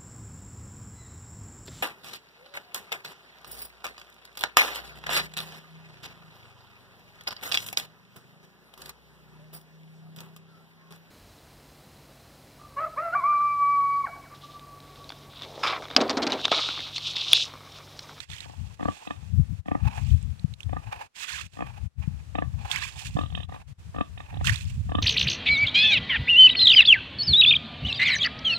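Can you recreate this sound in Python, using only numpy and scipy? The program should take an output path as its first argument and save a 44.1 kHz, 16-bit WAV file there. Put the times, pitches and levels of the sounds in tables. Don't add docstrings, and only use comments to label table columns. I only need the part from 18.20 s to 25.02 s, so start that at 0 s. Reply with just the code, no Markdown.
import sys
import numpy as np
from scipy import signal
from scipy.fft import rfft, irfft, next_fast_len
from scipy.io import wavfile
from scipy.ndimage import map_coordinates

SR = 44100
rng = np.random.default_rng(int(sys.argv[2]) if len(sys.argv) > 2 else 0)


def ratio(d):
    e = np.asarray(d, float) / 20
    return 10 ** e


def to_wav(s):
    ch = np.atleast_2d(s).T
    pcm = np.round(np.clip(ch, -1, 1) * 32767)
    wavfile.write(sys.argv[1], SR, pcm.astype(np.int16))


N = 300762
SECONDS = np.arange(N) / SR

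# full flow in seconds, rise in seconds, hold in seconds,
# spray level in dB, gurgle level in dB.
SPLASHES = [(0, 1, 0.23, -48.5, -47.5), (0.678, 0.35, 0.13, -52, -54), (1.772, 0.12, 0.096, -49.5, -86),
            (3.024, 0.26, 0.16, -38.5, -37), (4.522, 0.14, 0.091, -37.5, -32.5),
            (4.793, 0.063, 0.035, -40.5, -70), (6.245, 0.0025, 0.03, -34, -41),
            (6.258, 0.041, 0.024, -35.5, -26.5)]
# frequency in Hz, density in dB per Hz (only the shape counts).
SPRAY = [(600, -38), (1000, -19.5), (2600, -0.5), (4500, -10.5), (7500, -7.5), (10000, -18), (15500, -26)]
# start in seconds, level in dB before trims, starting pitch in Hz.
DROPS = [(0.003, -22.5, 3350), (0.1017, -29.5, 3200), (0.115, -30, 3000), (0.133, -28.5, 3200),
         (0.1645, -32.5, 2860), (0.1825, -28, 2640), (0.2048, -24, 3400), (1.9051, -35.5, 2700),
         (2.0278, -36, 7130), (2.195, -37.5, 3570), (2.3382, -29.5, 3500), (2.4044, -28.5, 2470),
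         (2.4312, -31, 3090), (3.2122, -24, 2270), (4.514, -12, 3110), (4.5593, -14, 1990),
         (4.624, -27, 1570), (6.244, -25, 1285), (6.2709, -10, 2700), (6.294, -11, 1640),
         (6.358, -18, 3230)]
# time in seconds, level in dB.
WIND_LEFT = [(0, -43.5), (.3, -37.5), (.49, -28), (.7, -37.5), (.82, -76), (.92, -39.5), (1.2, -20),
             (1.5, -35.5), (1.66, -21), (1.8, -28.5), (1.92, -14.5), (2.1, -32.5), (2.7, -32.5),
             (2.95, -61), (3.3, -39.5), (3.47, -27.5), (3.85, -25), (4.69, -39), (5.13, -30.5), (5.5, -36),
             (6.09, -41.5), (6.2, -25.5), (6.82, -32)]
WIND_RIGHT = [(0, -93.5), (3.75, -73), (3.95, -46.5), (4.35, -54), (4.63, -35), (5.4, -48), (6.1, -44),
              (6.21, -31), (6.82, -26)]
# frequency in Hz, density in dB per Hz (only the shape counts).
BUFFET = [(25, -82), (50, -7.5), (80, 1.5), (150, -9), (260, -28.5), (450, -70)]
# start in seconds, peak in dB before filtering.
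THUMPS = [
    [(1.195, -4), (2.243, -6), (3.875, -9.5)],
    [(4.952, -9.5)],
]
# frequency in Hz, density in dB per Hz
HISS = [(200, 18.5), (900, 16), (3000, 10.5), (8000, 5), (11000, -0.5), (15500, -10)]
# peak in seconds, rise in seconds, hold in seconds, level in dB,
# upper nostril notes in dB over that.
BREATHS = [(0.298, 1, 0.034, -54.5, -12.5), (0.825, 0.63, 0.12, -48, -2), (1.66, 0.16, 0.13, -40.5, 0.5),
           (2.722, 0.21, 0.096, -37.5, 0.5), (3.466, 0.28, 0.11, -49, 1.5),
           (3.785, 0.096, 0.14, -56.5, 6.5), (4.468, 0.17, 0, -35.5, -2), (4.78, .1, 0, -44, -3),
           (5.358, 0.34, 0.022, -51, 0.5), (6.06, 0.2, 0.17, -51.5, 3)]
# centre in Hz, width in Hz, gain in dB.
NOSTRILS = [(830, 123, 8.5), (1710, 215, -0.5), (2510, 280, 1.5)]
# first flap in seconds, last flap in seconds, number of flaps,
# slowing as an exponent on their spacing, place 0-1 in the train where the throat is loudest,
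# throat level in dB, swell up to it in dB per second, place 0-1 where the snap is loudest,
# snap level in dB, mouth opening before it is scaled along the train and clipped at 1,
# nostril flare 0-1.
GRUNTS = [(0.218, 0.336, 4, 0.99, 0.54, -18, 150, .7, -48, 0, 0.2),
          (0.596, 0.685, 5, 1.46, 0.93, -0.5, 146, 1, -10.5, 0.9, 0.1),
          (0.873, 0.907, 2, 1.1, 0.82, -6.5, 200, 0, -10, 2.2, 0.2),
          (1.458, 1.551, 4, 1.18, 0.83, 0.5, 191, 0.44, -12.5, 0.42, 0.02),
          (2.494, 2.567, 3, 0.98, 0.75, -4.5, 252, 0.44, -19, 0.54, 0.14),
          (3.371, 3.423, 4, 0.92, 1, -5.5, 254, 1, -8.5, 0.76, 0),
          (4.153, 4.222, 3, 1.09, 0.45, -4, 33, 0.02, -10.5, 0.54, 0.18),
          (4.968, 5.059, 5, 1.09, 0.14, -3, 248, 0.4, -8.5, 2.07, 0.76),
          (5.101, 5.23, 6, 1.08, 0.53, -12.5, 216, 0.46, -7.5, 0.94, 0.8),
          (5.293, 5.362, 4, 0.76, 0.27, -16, 80, 0.18, -21.5, 0.5, 0.9),
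          (5.746, 5.809, 4, 1.23, 0.98, -2.5, 203, 1, -11.5, 1.3, 0.41),
          (5.976, 6.003, 2, 1.1, 0.76, -17, 150, 0.07, -12, 0.56, 0.35),
          (6.128, 6.211, 4, 1.7, 0.92, -10, 110, 0.3, -21, 0.04, 0.74),
          (6.693, 6.785, 4, 1.17, 0.77, 1, 238, 0.74, -6, 1.4, 0.79)]
# centre in Hz, width in Hz, gain in dB.
THROAT_SHUT = [(498, 190, -11.5), (775, 118, 1.5), (1170, 41, -17.5), (1810, 210, -4)]
THROAT_OPEN = [(510, 200, -7), (740, 150, -2), (1180, 42, 10), (1783, 65, 0)]
# centre in Hz, width in Hz, gain in dB.
CHEST = [(85, 52, 3.5), (194, 46, 6.5), (294.3, 50.4, 6)]
# centre in Hz, width in Hz, gain in dB.
SNOUT = [(1814, 93, 2.5), (2530, 90, 5.5), (3277, 105, -1.5)]
SNOUT_FLARED = [(2700, 75, 4), (3220, 184, 4), (3710, 116, 6.5)]
# frequency in Hz, gain in dB, phase lead in radians, likeness 0-1.
LEFT_PORT = [(261, 1.5, 3.09, 0.64), (1000, 0, 1.944, 0.89), (1030, 2, 1.33, 0.93),
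             (2170, -18.5, 2.58, 0.92), (2640, -18.5, 1.83, 0.2), (4530, -17, 4.2, 0),
             (7800, -20.5, 1.94, 1), (15000, -9, 2.4, 1)]
# centre in seconds, width in seconds, depth in dB.
DIPS = [(0.069, 0.044, 18.5), (0.573, 0.043, 8), (1.433, 0.051, 22), (2.362, 0.046, 9), (2.912, 0.075, 40),
        (3.3, 0.056, 19), (3.729, 0.1, 34), (5.271, 0.029, 17), (5.45, 0.053, 14), (5.558, 0.05, 29)]

RISE_DB = 30
DRAIN_DB_PER_S, GURGLE_FADE_DB_PER_S, GURGLE_LAG_S, TRICKLE_DB = 103.5, 289, 0.024, -66
SPATTER_DB, SPATTER_HZ = -7, 3340
BREATH_FADE_DB_PER_S = 172
FLUTTER_DB = 4
SNAP_SWELL_DB_PER_S, SNAP_FADE_DB_PER_S, SNAP_SCATTER_DB = 285, 170, 3.5
FADE_OVER_SWELL = 0.92
SOFT_DB_PER_S = 30
PUFF, SNAP_PUFF = .3, .55
PARTING_S, PARTING = 0.00406, 0.31
CHEST_GROWS = 0.47
THROAT_SHIFT, SNOUT_SHIFT = .02, .04
FLARED_LAG_S_PER_HZ = 3.2e-6
NASAL_NOTCH_HZ, NOTCH_WIDTH_HZ = 1430, 220
SELF_NOISE_DB, TOP_HZ = -77, 15800


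def unit(x):
    return x / np.std(x)


def along(points, hz):
    f, *cols = np.transpose(points)
    return [np.interp(np.log(hz + 1), np.log(f + 1), c) for c in cols]


def curves(rows):
    s, *cols = np.transpose(rows)
    return [np.interp(SECONDS, s, c) for c in cols]


def wobble(rate):
    knots = rng.standard_normal(int(N * rate / SR) + 4)
    return map_coordinates(knots, [SECONDS * rate])


def filtered(x, response):
    m = next_fast_len(N + 8192)
    return irfft(rfft(x, m) * response(np.fft.rfftfreq(m, 1 / SR)), m)[..., :N]


def cavities(modes):
    def response(f):
        return sum((-1) ** k * ratio(db) * 1j * f * width / (centre * centre - f * f + 1j * f * width)
                   for k, (centre, width, db) in enumerate(modes))
    return response


def rush(spectrum):
    white = rng.standard_normal((2, N))
    return unit(filtered(white, lambda hz: ratio(along(spectrum, hz)[0])))


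def bubbles(s, hz, peak, cycles, rise, size_n=500):
    age = hz[:, None] * np.arange(size_n) / SR / cycles
    tone = np.sin(2 * np.pi * cycles * age * (1 + rise * age))
    wave = peak[:, None] * tone * age * np.exp(1 - age)
    at = (s * SR).astype(int)[:, None] + np.arange(size_n)
    return np.bincount(at.ravel(), wave.ravel(), N + size_n)[:N]


def swells(peak_s, rise_s, hold_s, db, fall_db_per_s):
    early = peak_s[:, None] - SECONDS
    late = SECONDS - (peak_s + hold_s)[:, None]
    climb_db = RISE_DB * np.maximum(early, 0) / np.maximum(rise_s, .002)[:, None]
    return ratio(db[:, None] - climb_db - fall_db_per_s * np.maximum(late, 0)).sum(0)


def water():
    full_s, rise_s, hold_s, spray_db, gurgle_db = np.transpose(SPLASHES)
    flow = swells(full_s, rise_s, hold_s, spray_db, DRAIN_DB_PER_S) + ratio(TRICKLE_DB)
    churn = swells(full_s + GURGLE_LAG_S, rise_s, hold_s, gurgle_db, GURGLE_FADE_DB_PER_S)
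    clumps = ratio(2.82 * wobble(45))
    spray = rush(SPRAY) * ratio(1.7 * wobble(270))

    when = rng.random((2, 20000))
    chance = rng.standard_normal((2, 2, 20000))
    hz = 1240 * np.exp(0.365 * chance[0]) * flow[(when * N).astype(int)] ** -.158
    gurgle = unit([bubbles(when[k] * N / SR, hz[k], ratio(4.9 * chance[1, k]), cycles=6.0, rise=0, size_n=300)
                   for k in range(2)])

    s, pitch, size = rng.random((2500, 3)).T
    spatter_hz = SPATTER_HZ * np.exp(.7 * (pitch - .5))
    spatter = unit(bubbles(s * N / SR, spatter_hz, size ** 3, cycles=2.4, rise=0.029))

    s, db, hz = np.transpose(DROPS)
    drops = bubbles(s, hz, ratio(db - 0.5), cycles=3.06, rise=0.041)
    hits = np.bincount((s * SR).astype(int), ratio(1.174 * db), N)
    slap = filtered(hits, lambda f: 1 / (1 + 1j * f * 0.034)) * rush(SPRAY)

    direct = clumps * (flow * spray + churn * gurgle) + ratio(SPATTER_DB) * flow * spatter + drops + 100 * slap
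    return filtered(direct, lambda f: 1 / (1 - 0.32 * np.exp(-2j * np.pi * f / 860 - f / 6000)))


def wind():
    lumps = ratio(9.3 * np.tanh(np.array([wobble(22), wobble(22)])))
    level = ratio([curves(WIND_LEFT)[0], curves(WIND_RIGHT)[0]])
    buffet = level * unit(lumps * rush(BUFFET))
    gusts = [bubbles(s, np.full_like(s, 120), ratio(db), cycles=0.33, rise=0.037, size_n=2500)
             for s, db in map(np.transpose, THUMPS)]
    return buffet + filtered(np.array(gusts), lambda hz: (1j * hz / (45 + 1j * hz) / (1 + 1j * hz / 350)) ** 2)


def background_hiss():
    return ratio([[-60], [-60]] + 0.2 * wobble(7.3)) * rush(HISS)


def breath():
    peak_s, rise_s, hold_s, db, upper_db = np.transpose(BREATHS)
    rasp = ratio(FLUTTER_DB * (wobble(50) + wobble(140))) * rng.standard_normal((2, N))
    low = filtered(rasp, cavities(NOSTRILS[:1]))
    upper = filtered(-rasp, cavities(NOSTRILS[1:]))
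    low, upper = unit(np.array([low, upper])) / np.sqrt(2)
    low_gain = swells(peak_s, rise_s, hold_s, db, BREATH_FADE_DB_PER_S)
    upper_gain = swells(peak_s, rise_s, hold_s, db + upper_db, BREATH_FADE_DB_PER_S)
    return low_gain * low + upper_gain * upper


def jolt(age):
    return age / 0.00017 * np.exp(1 - age / 0.00012)


def blend(share):
    return np.sqrt(np.clip([1 - share, share], 0, 1))[:, None, None]


def grunts():
    push, snap = np.zeros((2, 3, 2, 2, N + 4000))
    boom = np.zeros((2, N + 4000))
    t = np.arange(4000) / SR - .01
    after = np.maximum(t, 0)
    leak = .3 * ratio(60 * t / 0.018) * (t < 0)
    blow = jolt(after) + PARTING * jolt(np.maximum(t + PARTING_S, 0))
    click = -4 * (after > 0) * np.exp(-after / 0.00004)
    snap_air = (t > 0) * (SNAP_PUFF * ratio(-60 * after / 0.0096) + 0.049 * ratio(-60 * after / 1.8))

    for (first, last, flaps, slowing, loudest, throat_db, swell,
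         snappiest, snap_db, opened, flared) in GRUNTS:
        for part in np.linspace(0, 1, round(flaps)) ** slowing:
            at = round((first + part * (last - first) - .01) * SR)
            off_s = (part - loudest) * (last - first)
            early, late = max(-off_s, 0), max(off_s, 0)
            snap_off_s = (part - snappiest) * (last - first)
            snap_early, snap_late = max(-snap_off_s, 0), max(snap_off_s, 0)
            puff = rng.standard_normal((2, 2, 4000)) * np.cos(np.pi / 2 * after / after[-1])
            shape = rng.integers(len(snap))

            puff_s = 0.012 + 0.07 * (early + late)
            ragged = leak + (t > 0) * (PUFF * ratio(-60 * after / puff_s) + 0.05 * ratio(-60 * after / 0.5))
            throat_gain = ratio(throat_db - swell * (early + FADE_OVER_SWELL * late))
            flap = throat_gain * (blow * ratio(-SOFT_DB_PER_S * (early + late)) + puff[0] * ragged)
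            push[shape, ..., at:at + 4000] += blend(opened * (0.32 + 0.69 * part)) * flap
            boom[:, at:at + 4000] += ratio(CHEST_GROWS * throat_db) * flap

            flap_snap_db = snap_db + SNAP_SCATTER_DB * rng.standard_normal()
            flap_snap_db -= SNAP_SWELL_DB_PER_S * snap_early + SNAP_FADE_DB_PER_S * snap_late
            crack = ratio(flap_snap_db) * (click + puff[1] * snap_air)
            snap[shape, ..., at:at + 4000] += blend(flared) * crack

    def chirp(hz):
        return np.exp(-1j * np.pi * FLARED_LAG_S_PER_HZ * (hz - 2500) ** 2)

    voice = filtered(boom[:, :N], cavities(CHEST))
    for k, shape in enumerate((-1, 0, 1)):
        throat, snout = 1 + THROAT_SHIFT * shape, 1 + SNOUT_SHIFT * shape

        def throat_response(hz):
            return np.array([[cavities(m)(hz * throat)] for m in (THROAT_SHUT, THROAT_OPEN)])

        def snout_response(hz):
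            return np.array([[cavities(SNOUT)(hz * throat)], [cavities(SNOUT_FLARED)(hz * snout) * chirp(hz)]])

        voice = voice + filtered(push[k, ..., :N], throat_response).sum(0)
        voice = voice + filtered(snap[k, ..., :N], snout_response).sum(0)

    notch = cavities([(NASAL_NOTCH_HZ, NOTCH_WIDTH_HZ, -1)])
    return filtered(voice, lambda hz: (1 - notch(hz)) / (1 + (hz / 4100) ** 14))


def ports(pair):
    def left(hz):
        db, lead, alike = along(LEFT_PORT, hz)
        alike = np.clip(alike, 0, 1)
        return ratio(db) * np.exp(1j * lead) * [alike, np.sqrt(1 - alike ** 2)]
    return np.array([filtered(pair, left).sum(0), pair[0]])


def scene():
    return ports(water() + breath() + grunts()) + wind() + background_hiss()


def roll_off(x):
    return signal.sosfilt(signal.butter(12, 16440, fs=SR, output="sos"), x)


def record(dry):
    dip_db = sum(depth * np.exp(-(2 * (SECONDS - s) / width) ** 4) for s, width, depth in DIPS)
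    noisy = dry * ratio(-dip_db) + ratio(SELF_NOISE_DB) * rush(HISS)
    mix = filtered(noisy, lambda hz: hz < TOP_HZ)
    return roll_off(mix)


dry = scene()
out = record(dry)
to_wav(out)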